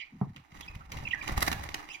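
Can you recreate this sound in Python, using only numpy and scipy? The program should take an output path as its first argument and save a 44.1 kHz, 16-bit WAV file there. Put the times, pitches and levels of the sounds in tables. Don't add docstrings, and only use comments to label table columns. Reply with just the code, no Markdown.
import sys
import numpy as np
from scipy import signal
from scipy.fft import rfft, irfft
from scipy.io import wavfile
from scipy.ndimage import uniform_filter1d

SR = 44100
rng = np.random.default_rng(int(sys.argv[2]) if len(sys.argv) > 2 else 0)


def inscribe(sig):
    pcm = np.round(np.clip(np.atleast_2d(sig).T, -1, 1) * 32767)
    wavfile.write(sys.argv[1], SR, pcm.astype(np.int16))


N = 88200


def undb(db):
    return 10 ** (np.asarray(db) / 20)


def clock():
    return np.arange(N) / SR


def curve(rows):
    time_s, level_db = np.array(rows).T
    return undb(np.interp(clock(), time_s, level_db))


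def colour(x, points):
    freq_hz, gain_db = np.array(points).T
    size = 2 * N
    log_hz = np.log(np.arange(N + 1) * SR / size + 1)
    gain = undb(np.interp(log_hz, np.log(freq_hz), gain_db))
    cepstrum = irfft(np.log(gain / np.sqrt(np.mean(gain ** 2))))
    cepstrum[1:N] *= 2
    cepstrum[N + 1:] = 0
    return irfft(rfft(x, size) * np.exp(rfft(cepstrum)))[..., :N]


def lowpass(x, hz):
    return signal.sosfilt(signal.butter(1, min(hz, SR / 2 - 1), fs=SR, output="sos"), x)


def walk(hz):
    wander = signal.sosfilt(signal.butter(2, hz, fs=SR, output="sos"), rng.standard_normal(N))
    return wander / wander.std()


def crackle(grain, grain_hz):
    x = rng.standard_normal(N) * np.exp(grain * np.clip(walk(grain_hz), -2, 2))
    return x / x.std()


def fade(start_s, decay_s):
    age_s = clock() - start_s
    return (age_s >= 0) * np.exp(-np.abs(age_s) / decay_s)


def ring(modes, scatter_cycles=0):
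    t, out = clock(), np.zeros(N)
    for freq_hz, level_db, t60_s in modes:
        cycles = freq_hz * t + scatter_cycles * rng.random()
        out += undb(level_db - 60 * t / t60_s) * np.sin(2 * np.pi * cycles)
    return out


def convolve(x, response):
    return signal.fftconvolve(x, response)[:N]


# freq_hz, gain_db
FLOOR_COLOUR = [(25, -7), (150, -7.5), (450, -21), (800, 14), (1300, -14.5), (2300, -9.5), (4000, -8.5),
                (8000, -33), (16000, -16)]
FLOOR_DB = -79


def room_tone():
    noise = rng.standard_normal(N) + 0.31 * rng.standard_normal((2, N))
    return undb(FLOOR_DB) * colour(noise, FLOOR_COLOUR)


# start_s, length_s, start_hz, end_hz, level_db, roughness (0-1), overtone_db
CHIRPS = [(-.015, 0.041, 2900, 2547, -45, 0.7, -23.5), (-.01, 0.059, 2195, 2226, -41.5, 0.41, -16),
          (0.614, 0.035, 3250, 3300, -49.5, 0.52, -20), (0.676, 0.015, 2480, 2556, -36, .05, -18.5),
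          (0.802, .022, 1420, 1250, -46.5, .3, -34), (1.05, 0.011, 2650, 2670, -35.5, 0, -22),
          (1.066, 0.015, 2500, 2375, -29, 0.2, -44), (1.079, 0.011, 3300, 2970, -47.5, 0.28, -8),
          (1.107, 0.0155, 2805, 2210, -32.5, 0.42, -26.5), (1.121, 0.01, 2850, 2440, -38, 0.6, -23.5),
          (1.131, 0.011, 1860, 2010, -25.5, .05, -43), (1.139, 0.025, 1800, 1595, -32, 0.32, -37),
          (1.209, 0.0123, 2550, 2230, -33.5, .1, -23), (1.894, 0.033, 2500, 2660, -41, 0.31, -9.5),
          (1.915, 0.05, 3050, 3000, -50.5, 0.7, -4.5), (1.938, 0.024, 2450, 2250, -39, 0.26, -14.5)]
RASP_HZ, RASP_SWING_HZ = 193.2, 389


def chirps():
    t, out = clock(), np.zeros(N)
    rasp_cycles = np.cumsum(RASP_HZ * (1 + 0.2 * walk(hz=77.4))) / SR
    flutter = np.sin(2 * np.pi * rasp_cycles) + 0.699 * walk(hz=503)
    for start_s, length_s, start_hz, end_hz, level_db, roughness, overtone_db in CHIRPS:
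        u = np.clip((t - start_s) / length_s, 0, 1)
        pitch_hz = start_hz + (end_hz - start_hz) * u + roughness * RASP_SWING_HZ * flutter
        phase = 2 * np.pi * np.cumsum(pitch_hz) / SR
        overtone = undb(overtone_db)
        upper = 0.4 * overtone ** 2 * (np.sin(3 * phase) + 0.5 * np.sin(4 * phase))
        tone = np.sin(phase) + overtone * np.sin(2 * phase) + upper
        envelope = np.sin(np.pi * u) * (1 + 0.5 * roughness * flutter)
        out += undb(level_db) * envelope * tone
    return out


# time_s, level_db
RUSTLE_LEVEL = [(.50, -67), (.53, -56), (.63, -53), (.76, -58), (.88, -63), (.94, -48), (1.04, -50.5),
                (1.18, -52.5), (1.29, -41), (1.35, -48), (1.42, -39.5), (1.50, -65), (1.58, -45.5),
                (1.72, -50), (1.78, -48.5), (1.83, -50.5), (2, -59)]
# freq_hz, gain_db
RUSTLE_COLOUR = [(40, 8), (150, -20.5), (300, 0), (420, -7.5), (550, -4.5), (820, 6), (1100, -1.5),
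                 (1800, -0.5), (2500, -6), (3100, -13), (6000, -14.5), (8000, -24), (16000, -27)]
RUSTLE_GRAIN, BEAT_HZ, BEAT_DEPTH = 0.68, 20, 0.43


def rustle():
    beat_cycles = np.cumsum(BEAT_HZ * (1 + 0.12 * walk(hz=4.5))) / SR
    throb = 1 + BEAT_DEPTH * np.sin(2 * np.pi * beat_cycles)
    noise = crackle(RUSTLE_GRAIN, grain_hz=430) * throb
    return colour(noise, RUSTLE_COLOUR) * curve(RUSTLE_LEVEL)


# time_s, level_db
BUFFET_LEVEL = [(.49, -74), (.53, -61), (.57, -51.5), (.64, -56.5), (.76, -48), (.86, -54.5), (.95, -40.5),
                (1.04, -42.5), (1.13, -53.5), (1.24, -55.5), (1.31, -38.5), (1.42, -40), (1.53, -39.5),
                (1.62, -42), (1.75, -50.5), (1.83, -65.5), (2, -72)]
# freq_hz, gain_db
BUFFET_COLOUR = [(15, 1.5), (40, -5), (65, 8), (95, -0.5), (135, 1), (200, -6.5), (320, -25), (600, -17),
                 (2000, -86)]
# centre_s, peak_db, half_width_s
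PUFFS = [(.707, -41, .004), (0.764, -35.5, 0.0022), (1.329, -27, 0.0035), (1.38, -22, .0026)]


def air():
    rumble = colour(rng.standard_normal(N), BUFFET_COLOUR)
    running_rms = np.sqrt(uniform_filter1d(rumble ** 2, size=3000))
    out = rumble / running_rms * curve(BUFFET_LEVEL)
    for centre_s, peak_db, half_width_s in PUFFS:
        u = (clock() - centre_s) / half_width_s
        out += undb(peak_db) * u * np.exp((1 - u ** 2) / 2)
    return out


# start_s, length_s, start_hz, end_hz, level_db
RUBS = [(0.123, 0.099, 215, 139, -45.5), (0.265, 0.082, 185, 139, -39.5), (0.353, 0.088, 165, 119, -48.5),
        (0.524, 0.015, 170, 131, -44.5)]
RUB_JITTER = 0.29


def rubs():
    out, unsteady = np.zeros(N), 1 + RUB_JITTER * walk(hz=114)
    for start_s, length_s, start_hz, end_hz, level_db in RUBS:
        u = np.clip((clock() - start_s) / length_s, 0, 1)
        pitch_hz = (start_hz + (end_hz - start_hz) * u) * unsteady
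        phase = 2 * np.pi * np.cumsum(pitch_hz) / SR
        out += undb(level_db) * np.sin(np.pi * u ** 0.47) * np.sin(phase)
    return out


# start_s, level_db, contact_s
BUMPS = [(.2135, -18.5, 0.00065), (0.228, -38.5, 0.0024)]
# freq_hz, level_db, t60_s
BODY_MODES = [(138, -1, .1), (185, 0, .08), (404, -11, .05), (700, -10, .03), (829, -4, .055),
              (937, -13, .04), (1300, -12, .04)]
# freq_hz, gain_db
RATTLE_COLOUR = [(100, -30), (300, 9.5), (550, 3.5), (850, 14.5), (1300, -3.5), (1800, -11.5), (3000, -37),
                 (16000, -45.5)]
BUMP_LOW_CUT_HZ, RATTLE_DB, RATTLE_DECAY_S = 122, -37, 0.019


def bumps():
    push = np.zeros(N)
    for start_s, level_db, contact_s in BUMPS:
        makeup = np.hypot(1, 2 * np.pi * BODY_MODES[0][0] * contact_s)
        push += undb(level_db) * fade(start_s, contact_s) / (contact_s * SR) * makeup
    rattle_noise = rng.standard_normal(N) * fade(BUMPS[0][0], RATTLE_DECAY_S)
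    rattle = undb(RATTLE_DB) * colour(rattle_noise, RATTLE_COLOUR)
    low_cut = signal.butter(4, BUMP_LOW_CUT_HZ, "high", fs=SR, output="sos")
    return signal.sosfilt(low_cut, convolve(push, ring(BODY_MODES)) + rattle)


# start_s, level_db, decay_s, treble_db
TICKS = [(0.362, -42, 0.0086, -14), (0.516, -54, 0.0097, -27), (0.564, -56, 0.015, 3.5),
         (0.608, -46, 0.0026, 12.5), (.752, -49.5, 0.0045, 5), (0.9179, -36, 0.0063, 3.5),
         (0.9699, -35, 0.0061, -6), (1, -53, 0.018, -13), (1.225, -36.5, 0.0036, -27),
         (1.277, -33.5, 0.0031, 6), (1.689, -31, 0.0022, -1), (1.7424, -26, 0.0011, 10),
         (1.7432, -24.5, 0.0027, -2), (1.888, -35.5, 0.0031, -31)]
# freq_hz, gain_db
TICK_COLOUR = [(150, -15), (500, 5), (900, -6.5), (2300, 6), (4000, -4.5), (6200, -5), (8000, -17),
               (16000, -15.5)]


def claws():
    noise = colour(crackle(grain=1.0, grain_hz=1850), TICK_COLOUR)
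    body = lowpass(noise, hz=3000)
    treble = noise - body
    out = np.zeros(N)
    for start_s, level_db, decay_s, treble_db in TICKS:
        out += undb(level_db) * fade(start_s, decay_s) * (body + undb(treble_db) * treble)
    return out


# clap_s, level_db, swish_rise_s, treble_db, bass_db
STROKES = [(1.277, -41, 0.004, -7, -19), (1.295, -36, 0.0024, -12, 8), (1.322, -44.5, 0.0044, 4.5, 11),
           (1.378, -31, .004, 4, 12), (1.406, -39.5, 0.0008, 7.5, -20), (1.4263, -22.5, 0.0038, 1, 1.5),
           (1.441, -43, 0.0024, -1, 4), (1.466, -43, .002, 12, -11), (1.4797, -17.5, 0.0034, -9, -9),
           (1.516, -29, 0.00067, -1, 4.5), (1.5285, -24, 0.0017, -7, -35), (1.638, -36, .005, -2, 2.5)]
# freq_hz, gain_db
WING_COLOUR = [(40, -45), (120, -7), (250, 4.5), (440, -5), (560, 2.5), (760, 6.5), (1050, -3.5),
               (1800, 4.5), (3000, -7), (5800, -6.5), (8000, -14.5), (11000, -11), (16000, -15)]
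SWISH_FALL_S, CLAP_DECAY_S, CLAP_DB, FEATHER_GRAIN = 0.0036, 0.00028, 4.5, 0.52


def wings():
    t, out = clock(), np.zeros(N)
    noise = colour(crackle(FEATHER_GRAIN, grain_hz=1500), WING_COLOUR)
    bass, body = lowpass(noise, hz=630), lowpass(noise, hz=2960)
    middle, treble = body - bass, noise - body
    for clap_s, level_db, swish_rise_s, treble_db, bass_db in STROKES:
        swish = np.exp(-np.abs(t - clap_s) / np.where(t < clap_s, swish_rise_s, SWISH_FALL_S))
        clap = undb(CLAP_DB) * fade(clap_s, CLAP_DECAY_S)
        balanced = undb(bass_db) * bass + middle + undb(treble_db) * treble
        out += undb(level_db) * (swish + clap) * balanced
    return out


PORT_LIKENESS = 0.51


def feathers():
    right, other = (wings() + claws() + rustle() for _ in range(2))
    left = PORT_LIKENESS * right + np.sqrt(1 - PORT_LIKENESS ** 2) * other
    return np.array([left, right])


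# freq_hz, level_db, t60_s
WIRE_MODES = [(300, -1, .6), (335, -2, .6), (421, -2, .7), (465, -4, .5), (750, -4, .35), (822, -3.5, 1.1),
              (850, -4.5, 1.1), (1233, -8, .4), (1594, -9, .35), (1675, -9, .35), (1787, -8, .35),
              (2170, -9, .5), (2445, -8, .5), (3678, -12, .4)]
WIRE_DB = -63


def cage_wires(flutter):
    ringing = [convolve(x, ring(WIRE_MODES, scatter_cycles=0.93)) for x in flutter]
    return undb(WIRE_DB) * np.array(ringing)


# freq_hz, t60_s
ROOM_T60 = [(150, 0.2), (800, 0.23), (2500, 0.32), (6000, 0.19), (14000, 0.27)]
ROOM_DB, EARLY_DB, EARLY_DECAY_S = -9.5, -1, 0.0019


def room():
    t = clock()
    freq_hz, t60_s = np.array(ROOM_T60).T
    spectrum = rfft(rng.standard_normal(N))
    log_hz = np.log(np.arange(N // 2 + 1) * SR / N + 1)
    tail = np.zeros(N)
    for band, band_t60_s in zip(np.eye(len(freq_hz)), t60_s):
        weight = np.interp(log_hz, np.log(freq_hz), band)
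        tail += irfft(spectrum * weight, N) * np.exp(-np.log(1000) * t / band_t60_s)
    tail = tail * (1 - np.exp(-t / 0.013))
    early = crackle(grain=0.27, grain_hz=3240) * fade(0.00084, EARLY_DECAY_S)
    tail_part = undb(ROOM_DB) * tail / np.linalg.norm(tail)
    return tail_part + undb(EARLY_DB) * early / np.linalg.norm(early)


DIRECT_DB, EVEN_BELOW_HZ = -3, 556


def place(pair, pan_db, echo_pan_db, rooms):
    direct = undb(DIRECT_DB) * pair
    echoes = np.array([convolve(x, response) for x, response in zip(pair, rooms)])
    sides = np.array([[1], [-1]]) / 2
    panned = direct * undb(pan_db * sides) + echoes * undb(echo_pan_db * sides)
    return panned + lowpass(direct + echoes - panned, hz=EVEN_BELOW_HZ)


WING_PAN_DB, CHIRP_PAN_DB, BUMP_WET_DB = 2.5, -4, -2
PORT_LAG_S = 0.000542


def scene():
    rooms = [room(), room()]
    flutter, calls = feathers(), chirps()
    birds = place(flutter, WING_PAN_DB, echo_pan_db=-6, rooms=rooms)
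    birds += place(np.array([calls, calls]), CHIRP_PAN_DB, echo_pan_db=-8, rooms=rooms)
    left, right = birds + air()
    late_left = np.interp(clock() - PORT_LAG_S, clock(), left)
    knocks = bumps()
    knock_treble = knocks - lowpass(knocks, hz=400)
    knock_echoes = np.array([convolve(knock_treble, response) for response in rooms])
    handling = knocks + rubs() + undb(BUMP_WET_DB) * knock_echoes
    return np.array([late_left, right]) + cage_wires(flutter) + handling + room_tone()


TOP_HZ = 16000


def record(dry):
    return signal.sosfilt(signal.ellip(10, 0.2, 80, TOP_HZ, fs=SR, output="sos"), dry)


dry = scene()
out = record(dry)
inscribe(out)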